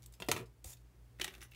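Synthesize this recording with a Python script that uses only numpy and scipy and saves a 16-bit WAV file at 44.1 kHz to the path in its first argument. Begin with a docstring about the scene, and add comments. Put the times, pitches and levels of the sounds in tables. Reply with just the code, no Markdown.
"""Two motors, slightly out of step, beat throughout over mains hum and soft noise in a basement.
After faint ticks, scissors bite into a stiff plastic pack: bursts of noise, filtered by the resonances
of the shell, snap in a run, and showers of random grains crinkle between and after them. Damped sines
are the pack bumping in the hand. The blades then click open and slide with a hiss of dense grains.
A second bite snaps and crinkles, and scattered ticks end the scene."""
import sys
import numpy as np
from scipy import signal
from scipy.fft import rfft, irfft
from scipy.io import wavfile
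from scipy.ndimage import uniform_filter1d

SR = 44100
rng = np.random.default_rng(int(sys.argv[2]) if len(sys.argv) > 2 else 0)


def waveform_to_disk(signal):
    """Save audio, clipped to [-1, 1], as 16-bit WAV at the path in sys.argv[1]."""
    frames = np.transpose(np.atleast_2d(signal))
    scaled = np.clip(frames, -1, 1) * 32767
    samples = np.round(scaled).astype(np.int16)
    wavfile.write(sys.argv[1], SR, samples)


N = 68355

# Two motors: (fundamental [Hz], its level [dB], octave level [dB])
MOTOR_TONES = [(58.55, -61, -71.5), (53.15, -64.5, -79.5)]
# Spectrum of the room noise, relative: (frequency [Hz], density [dB per Hz])
ROOM_NOISE_SPECTRUM = [(20, -53), (42, -24), (65, -0.5), (100, 2), (140, -4), (175, 0.5), (210, -7.5),
                       (330, -7), (450, -11), (700, -15.5), (1000, -18.5), (2000, -21.5), (4000, -26.5),
                       (8000, -28), (12000, -30), (16000, -29.5)]
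# Reverberation time of the basement: (frequency [Hz], t60 [s])
ROOM_DECAY = [(100, 0.15), (400, 0.3), (1500, 0.21), (4000, 0.19), (10000, 0.096), (16000, 0.15)]
# Dull bumps of the pack in the hand: (time [s], level [dB], frequency [Hz], t60 [s])
PACK_BUMPS = [(0.203, -48, 177, 0.12), (0.2865, -32, 577, 0.076), (0.2865, -40.5, 704, 0.16),
              (0.291, -42, 135.3, 0.51), (0.321, -40, 96.7, 0.26), (0.39, -40, 119.7, 0.41),
              (0.428, -47, 457, .1), (1.214, -45, 355, 0.094), (0.645, -53.5, 515, .08),
              (0.644, -56, 334, 0.11), (0.646, -54, 760, 0.093), (0.654, -38, 78.4, 0.094),
              (0.68, -48, 121, 0.3)]
# The blades slide open: (time [s], level [dB])
SLIDE_LEVEL = [(0.647, -66), (0.659, -52), (0.69, -52), (0.706, -49), (0.718, -52.5), (0.737, -52),
               (0.747, -75), (0.775, -82), (0.82, -75)]
# Spectrum of the sliding steel, relative: (frequency [Hz], gain [dB])
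SLIDE_SPECTRUM = [(100, -22), (500, -0.5), (1200, -8), (2200, -5), (4500, -3), (6400, 2.5), (7200, 7.5),
                  (7900, 2.5), (11000, 2), (16000, -2)]
# Light ticks of blades and creases: (time [s], level [dB], centre [Hz], t60 [s])
BLADE_TICKS = [(0.0225, -66.5, 5960, 0.0067), (0.03, -63, 5800, 0.0087), (0.038, -63.5, 6260, 0.054),
               (0.0606, -55.5, 7900, 0.02), (0.1238, -64.5, 8100, 0.049), (0.138, -59.5, 5770, .06),
               (0.216, -64, 6650, 0.014), (0.2216, -47, 2060, 0.021), (0.2225, -48.5, 753, 0.096),
               (0.246, -66, 11900, 0.019), (0.2636, -64, 8600, 0.12), (0.389, -50.5, 2460, 0.055),
               (0.458, -66, 5230, 0.087), (0.6431, -50, 8400, .005), (0.645, -51.5, 7100, 0.0062),
               (0.6465, -60.5, 1300, 0.044), (0.731, -61.5, 3600, 0.055), (0.77, -66, 4640, 0.051),
               (1.187, -61, 1900, 0.061), (1.1972, -54.5, 2500, 0.016), (1.2385, -53, 8200, 0.025),
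               (1.306, -55, 2000, 0.069), (1.34, -51, 1920, 0.022), (1.3501, -54, 3370, 0.014),
               (1.408, -59, 3520, 0.017), (1.4148, -53.5, 5970, 0.13), (1.417, -55.5, 1590, 0.017),
               (1.4248, -51, 1530, 0.047), (1.426, -56.5, 2500, 0.051), (1.43, -55.5, 9900, .06),
               (1.513, -64, 13600, 0.073), (1.5178, -59, 2700, 0.039), (1.535, -61.5, 2500, 0.034),
               (1.5468, -55, 2750, 0.079)]
# Resonances of the shell; their strength changes as the cut moves along:
# (frequency [Hz], width before the floor in peak() [Hz], lift in first bite [dB], lift in second [dB])
SHELL_MODES = [(258.7, 14, 6.5, 6.5), (357, 55, 8, 7), (456.3, 42, 11, -5.5), (705, 210, 7.5, 0),
               (817, 59, -11, 9), (957, 123, 8.5, -3.5), (1270, 400, 5.5, 3.5), (1537, 122, -7, 3),
               (1930, 250, 4, 8.5), (2253, 230, 6.5, 7), (2725, 354, 8, 8), (3600, 510, 4.5, 6.5),
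               (5720, 1200, -2.5, -1.5), (5700, 550, 1, 4)]
# Crinkling under the blades: (start [s], length [s], starting level [dB], change over the length [dB],
# grain rate [1/s], brightness [dB per octave, well above 500 Hz])
CRINKLE_SHOWERS = [(0.317, 0.082, -41.5, -7, 1500, 0), (0.398, 0.045, -44.5, -13, 1900, -2),
                   (1.202, 0.136, -47.5, -17, 900, 0.5), (1.312, 0.147, -62.5, -3, 660, 0.7)]
# Spectrum of the crinkling, relative: (frequency [Hz], gain [dB])
CRINKLE_SPECTRUM = [(60, -8.5), (150, 6.5), (400, 5.5), (800, -5), (1500, -3), (2500, -10.5), (5000, -13),
                    (10000, -10.5), (16000, -14.5)]
# Snaps of the plastic, with relative band levels: (time [s], thud [dB], knock [dB], ring [dB],
# crack [dB], t60 [s], pitch of the freed edge [Hz])
PLASTIC_SNAPS = [(0.2012, -49.5, -54, -48.5, -46, 0.046, 1370),
                 (0.2213, -40.5, -51, -37.5, -50.5, 0.025, 3540),
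                 (0.2863, -26.5, -39.5, -34.5, -31, 0.05, 4930),
                 (0.3151, -37, -31.5, -27, -22.5, .035, 6250), (0.3636, -47, -41, -37, -39, 0.061, 1870),
                 (1.1984, -40.5, -45.5, -51.5, -45.5, 0.033, 2010),
                 (1.2122, -57, -43.5, -33.5, -45, 0.047, 3170),
                 (1.2154, -45.5, -44, -31, -35.5, 0.013, 5950), (1.2441, -47, -43.5, -35, -32, 0.021, 8660),
                 (1.2786, -47, -49, -40.5, -44, 0.04, 2010)]
# Bands of thud, knock, ring and crack: (lower edge [Hz], upper edge [Hz])
BAND_EDGES = [(150, 800), (800, 1800), (1800, 5000), (5000, 16000)]

TAPS = 8192
HZ = np.fft.rfftfreq(TAPS, 1 / SR)
TIME = np.arange(N) / SR
CUTOFF_HZ = 15800

MAINS_HZ, MAINS_DB, ROOM_TONE_DB = 119.8, -65, -67.5
ROOM_DB, ROOM_DELAY_S = -11.5, 0.008
SHELL_DB, SECOND_BITE_S = -7, 1
MIN_WIDTH = 0.08  # narrowest resonance, as a share of its pitch

# a fracture is a few tears in quick succession, and its first instant stands out
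SPLINTERS, SPLINTER_DB, SPLINTER_MIN_S, SPLINTER_MAX_S = 5, -7.0206, 0.000265, 0.0025
FIRST_CRACK_DB, FIRST_CRACK_T60 = 0.5, 0.0053
# the bench and the body throw each fracture straight back
REFLECT_DB, REFLECT_S = -18.0206, 0.011

SLIDE_GRAINS_PER_S, SLIDE_SPREAD_DB = 16000, 1.5
SLIDE_CATCH_DB, SLIDE_CATCH_HZ = 1.2, 100  # rms depth and bandwidth of the level flutter

TICK_SLOPE_DB = 4.5  # fall at one octave from the centre
TICK_RING_DB, TICK_WIDTH = 9, 0.083  # lift at the centre; its width as a share of the centre
TICK_LOW_SHARE = 0.31  # a tick holds little below this share of its centre

GRAIN_SPREAD_DB = 3
EDGE_LIFT_DB, EDGE_WIDTH = 7, 0.08  # width as a share of the pitch
SNAP_DB = -1.5
SUB_DB, BASS_DB, AIR_DB = -8.5, -5, -7.5  # slopes of a snap beyond its outer bands

GAIN_KNEE_DB, GAIN_TIME_S = -51.5, 0.18
GAIN_SHARE = 0.25  # dB taken off per dB above the knee


def amp(db):
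    """Level law: converts decibels to an amplitude ratio."""
    return 10 ** (np.asarray(db) / 20)


def unit(x):
    """Normalisation: scales a signal to rms 1."""
    return x / np.sqrt(np.mean(x ** 2) + 1e-20)


def read(points, hz=HZ):
    """Interpolation along a logarithmic frequency axis."""
    f, value = np.transpose(points)
    return np.interp(np.log(hz + 1), np.log(f + 1), value)


def fade(t, t60):
    """Exponential decay: damping takes the level down 60 dB in t60."""
    return amp(-60 * t / t60)


def add(mix, s, sound):
    """Superposition: mixes a sound in at time s."""
    part = mix[max(round(s * SR), 0):][:len(sound)]
    part += sound[:len(part)]


def colour(x, db):
    """Minimum-phase filtering: the gain over HZ fixes the phase, so nothing sounds early."""
    mirrored = np.r_[db, db[-2:0:-1]]
    log_gain = np.log(amp(np.maximum(mirrored, db.max() - 80)))
    response = np.exp(np.conj(signal.hilbert(log_gain)))[:len(HZ)]
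    impulse = irfft(response)[:TAPS // 2]
    return signal.fftconvolve(x, impulse)[:len(x)]


def peak(hz, width):
    """Resonance curve over HZ, top 1; lossy plastic keeps its width above a share of the pitch."""
    return 1 / (1 + (2 * (HZ - hz) / max(width, MIN_WIDTH * hz)) ** 2)


def shell(s):
    """Modal response: the gain in dB of the shell's resonances at time s."""
    gain = SHELL_DB
    for hz, width, first, second in SHELL_MODES:
        lift = first if s < SECOND_BITE_S else second
        gain = gain + lift * peak(hz, width)
    return gain


def burst(t60):
    """Brittle fracture: tears scatter through the sheet and off near surfaces; rms 1 over 10 ms."""
    t = np.arange(TAPS) / SR
    direct = fade(t, t60) + amp(FIRST_CRACK_DB) * fade(t, FIRST_CRACK_T60)
    reflected = amp(REFLECT_DB) * (t > 0.003) * np.exp(-(t / REFLECT_S) ** 4)
    z = rfft(rng.standard_normal(TAPS) * np.hypot(direct, reflected))
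    # dividing by the smoothed spectrum evens out the noise
    even = z / np.sqrt(uniform_filter1d(abs(z) ** 2, size=30) + 1e-9)

    delay = rng.uniform(SPLINTER_MIN_S, SPLINTER_MAX_S, (SPLINTERS, 1))
    sign = rng.choice([-1, 1], (SPLINTERS, 1))
    echoes = (sign * np.exp(-2j * np.pi * HZ * delay)).sum(0)
    # the later tears are weak in the bass
    tears = 1 + amp(SPLINTER_DB) * echoes * HZ / (HZ + 1000)
    x = irfft(tears * even)
    x[TAPS // 2:] = 0
    return x / np.linalg.norm(x) * np.sqrt(0.01 * SR)


def grains(per_s, spread_db):
    """Stick-slip friction: random clicks of either sign and uneven size."""
    size = amp(spread_db * np.minimum(rng.exponential(1, N), 4))
    return size * rng.choice([-1, 1], N) * (rng.random(N) < per_s / SR)


def hum():
    """Beats: two motors of nearby pitch drift in and out of phase, over mains hum and room noise."""
    start = rng.random()
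    tones = amp(MAINS_DB) * np.sin(2 * np.pi * (MAINS_HZ * TIME + 2 * start))
    for k, (hz, db, octave_db) in enumerate(MOTOR_TONES):
        # the fundamentals start in opposition
        turn = 2 * np.pi * (hz * TIME + start + k / 2)
        tones += amp(db) * np.sin(turn) + amp(octave_db) * np.sin(2 * turn)
    # the extra TAPS let the filter settle
    noise = colour(rng.standard_normal(N + TAPS), read(ROOM_NOISE_SPECTRUM))[TAPS:]
    # root two makes the tone levels rms
    return np.sqrt(2) * tones + amp(ROOM_TONE_DB) * unit(noise)


def room(x):
    """Reverberation: a cluttered basement returns a short tail that decays by frequency."""
    hz, t, z = signal.stft(rng.standard_normal(SR // 2), SR, nperseg=256)
    decay = amp(-60 * t / read(ROOM_DECAY, hz)[:, None])
    tail = signal.istft(z * decay, SR, nperseg=256)[1]
    out = np.zeros(N)
    add(out, ROOM_DELAY_S, signal.fftconvolve(x, tail / np.linalg.norm(tail)))
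    return out


def bumps():
    """Damped oscillation: the whole pack wobbles briefly when it is jolted."""
    out = np.zeros(N)
    for s, db, hz, t60 in PACK_BUMPS:
        envelope = fade(TIME, t60) * (1 - fade(TIME, 0.01))
        add(out, s, amp(db) * envelope * np.sin(2 * np.pi * hz * TIME))
    return out


def slide():
    """Sliding friction: steel rubs on steel in dense grains as the scissors open."""
    level = amp(np.interp(TIME, *np.transpose(SLIDE_LEVEL)))
    level *= (TIME > SLIDE_LEVEL[0][0]) * (TIME < SLIDE_LEVEL[-1][0])
    lowpass = signal.butter(2, SLIDE_CATCH_HZ, fs=SR, output="sos")
    catch = unit(signal.sosfilt(lowpass, rng.standard_normal(N)))
    rub = grains(SLIDE_GRAINS_PER_S, SLIDE_SPREAD_DB) * amp(SLIDE_CATCH_DB * catch)
    return level * unit(colour(rub, read(SLIDE_SPECTRUM)))


def ticks():
    """Impulse response: small clicks, each ringing briefly at its centre."""
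    out = np.zeros(N)
    for s, db, hz, t60 in BLADE_TICKS:
        ratio = (HZ + 1) / hz
        skirts = TICK_SLOPE_DB * np.log2(1 + np.log2(ratio) ** 2)
        low_cut = 10 * np.log10(1 + (TICK_LOW_SHARE / ratio) ** 6)
        shape = TICK_RING_DB * peak(hz, TICK_WIDTH * hz) - skirts - low_cut + shell(s)
        # taking off the mean power of the shape leaves the tick at its own level
        mean_db = 10 * np.log10(np.mean(amp(shape) ** 2))
        add(out, s, colour(burst(t60), db + shape - mean_db))
    return out


def crinkles():
    """Shot noise: showers of tiny fractures ring the shell as the blades push on."""
    out = np.zeros(N)
    for s, length, db, fade_db, per_s, bright_db in CRINKLE_SHOWERS:
        tilt = bright_db * np.log2(1 + HZ / 500)
        spectrum = read(CRINKLE_SPECTRUM) + shell(s) + tilt
        crackle = unit(colour(grains(per_s, GRAIN_SPREAD_DB), spectrum))
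        u = (TIME - s) / length
        # a tenth of the length to swell, and a tenth beyond it to die away
        gate = np.clip(10 * np.minimum(u, 1.1 - u), 0, 1)
        out += crackle * amp(db + fade_db * np.clip(u, 0, 1)) * gate
    return out


def snaps():
    """Sudden release of strain: the plastic gives way in jerks, each with its own thud and crack."""
    out = np.zeros(N)
    lo, hi = np.transpose(BAND_EDGES)
    for s, *levels, t60, edge_hz in PLASTIC_SNAPS:
        # band level to density: a wide band spreads its power thinner
        db = np.array(levels) - 10 * np.log10((hi - lo) / (SR / 2))
        bass = [(40, db[0] + SUB_DB), (130, db[0] + BASS_DB)]
        shape = [*bass, *zip(np.sqrt(lo * hi), db), (CUTOFF_HZ, db[-1] + AIR_DB)]
        edge = EDGE_LIFT_DB * peak(edge_hz, EDGE_WIDTH * edge_hz)
        add(out, s, colour(burst(t60), read(shape) + shell(s) + edge + SNAP_DB))
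    return out


def scene():
    """Superposition: scissors and pack in the room, over the hum."""
    cutting = snaps() + ticks() + crinkles() + slide()
    return (cutting + amp(ROOM_DB) * room(cutting) + bumps() + hum())[None]


def record(dry):
    """Compression: slow gain control eases the level after loud snaps; then low cut and band limit."""
    keep = np.exp(-1 / (GAIN_TIME_S * SR))
    # two equal smoothing stages in a row follow the power
    power = signal.lfilter([(1 - keep) ** 2], [1, -2 * keep, keep ** 2], dry ** 2)
    excess_db = np.maximum(10 * np.log10(abs(power) + 1e-12) - GAIN_KNEE_DB, 0)
    eased = dry * amp(-GAIN_SHARE * excess_db)
    thin = signal.sosfilt(signal.butter(4, 40, "highpass", fs=SR, output="sos"), eased)
    band_limit = signal.firwin(511, CUTOFF_HZ, window=("kaiser", 9), fs=SR)
    return signal.oaconvolve(thin, band_limit[None], "same")


dry = scene()
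out = record(dry)
waveform_to_disk(out)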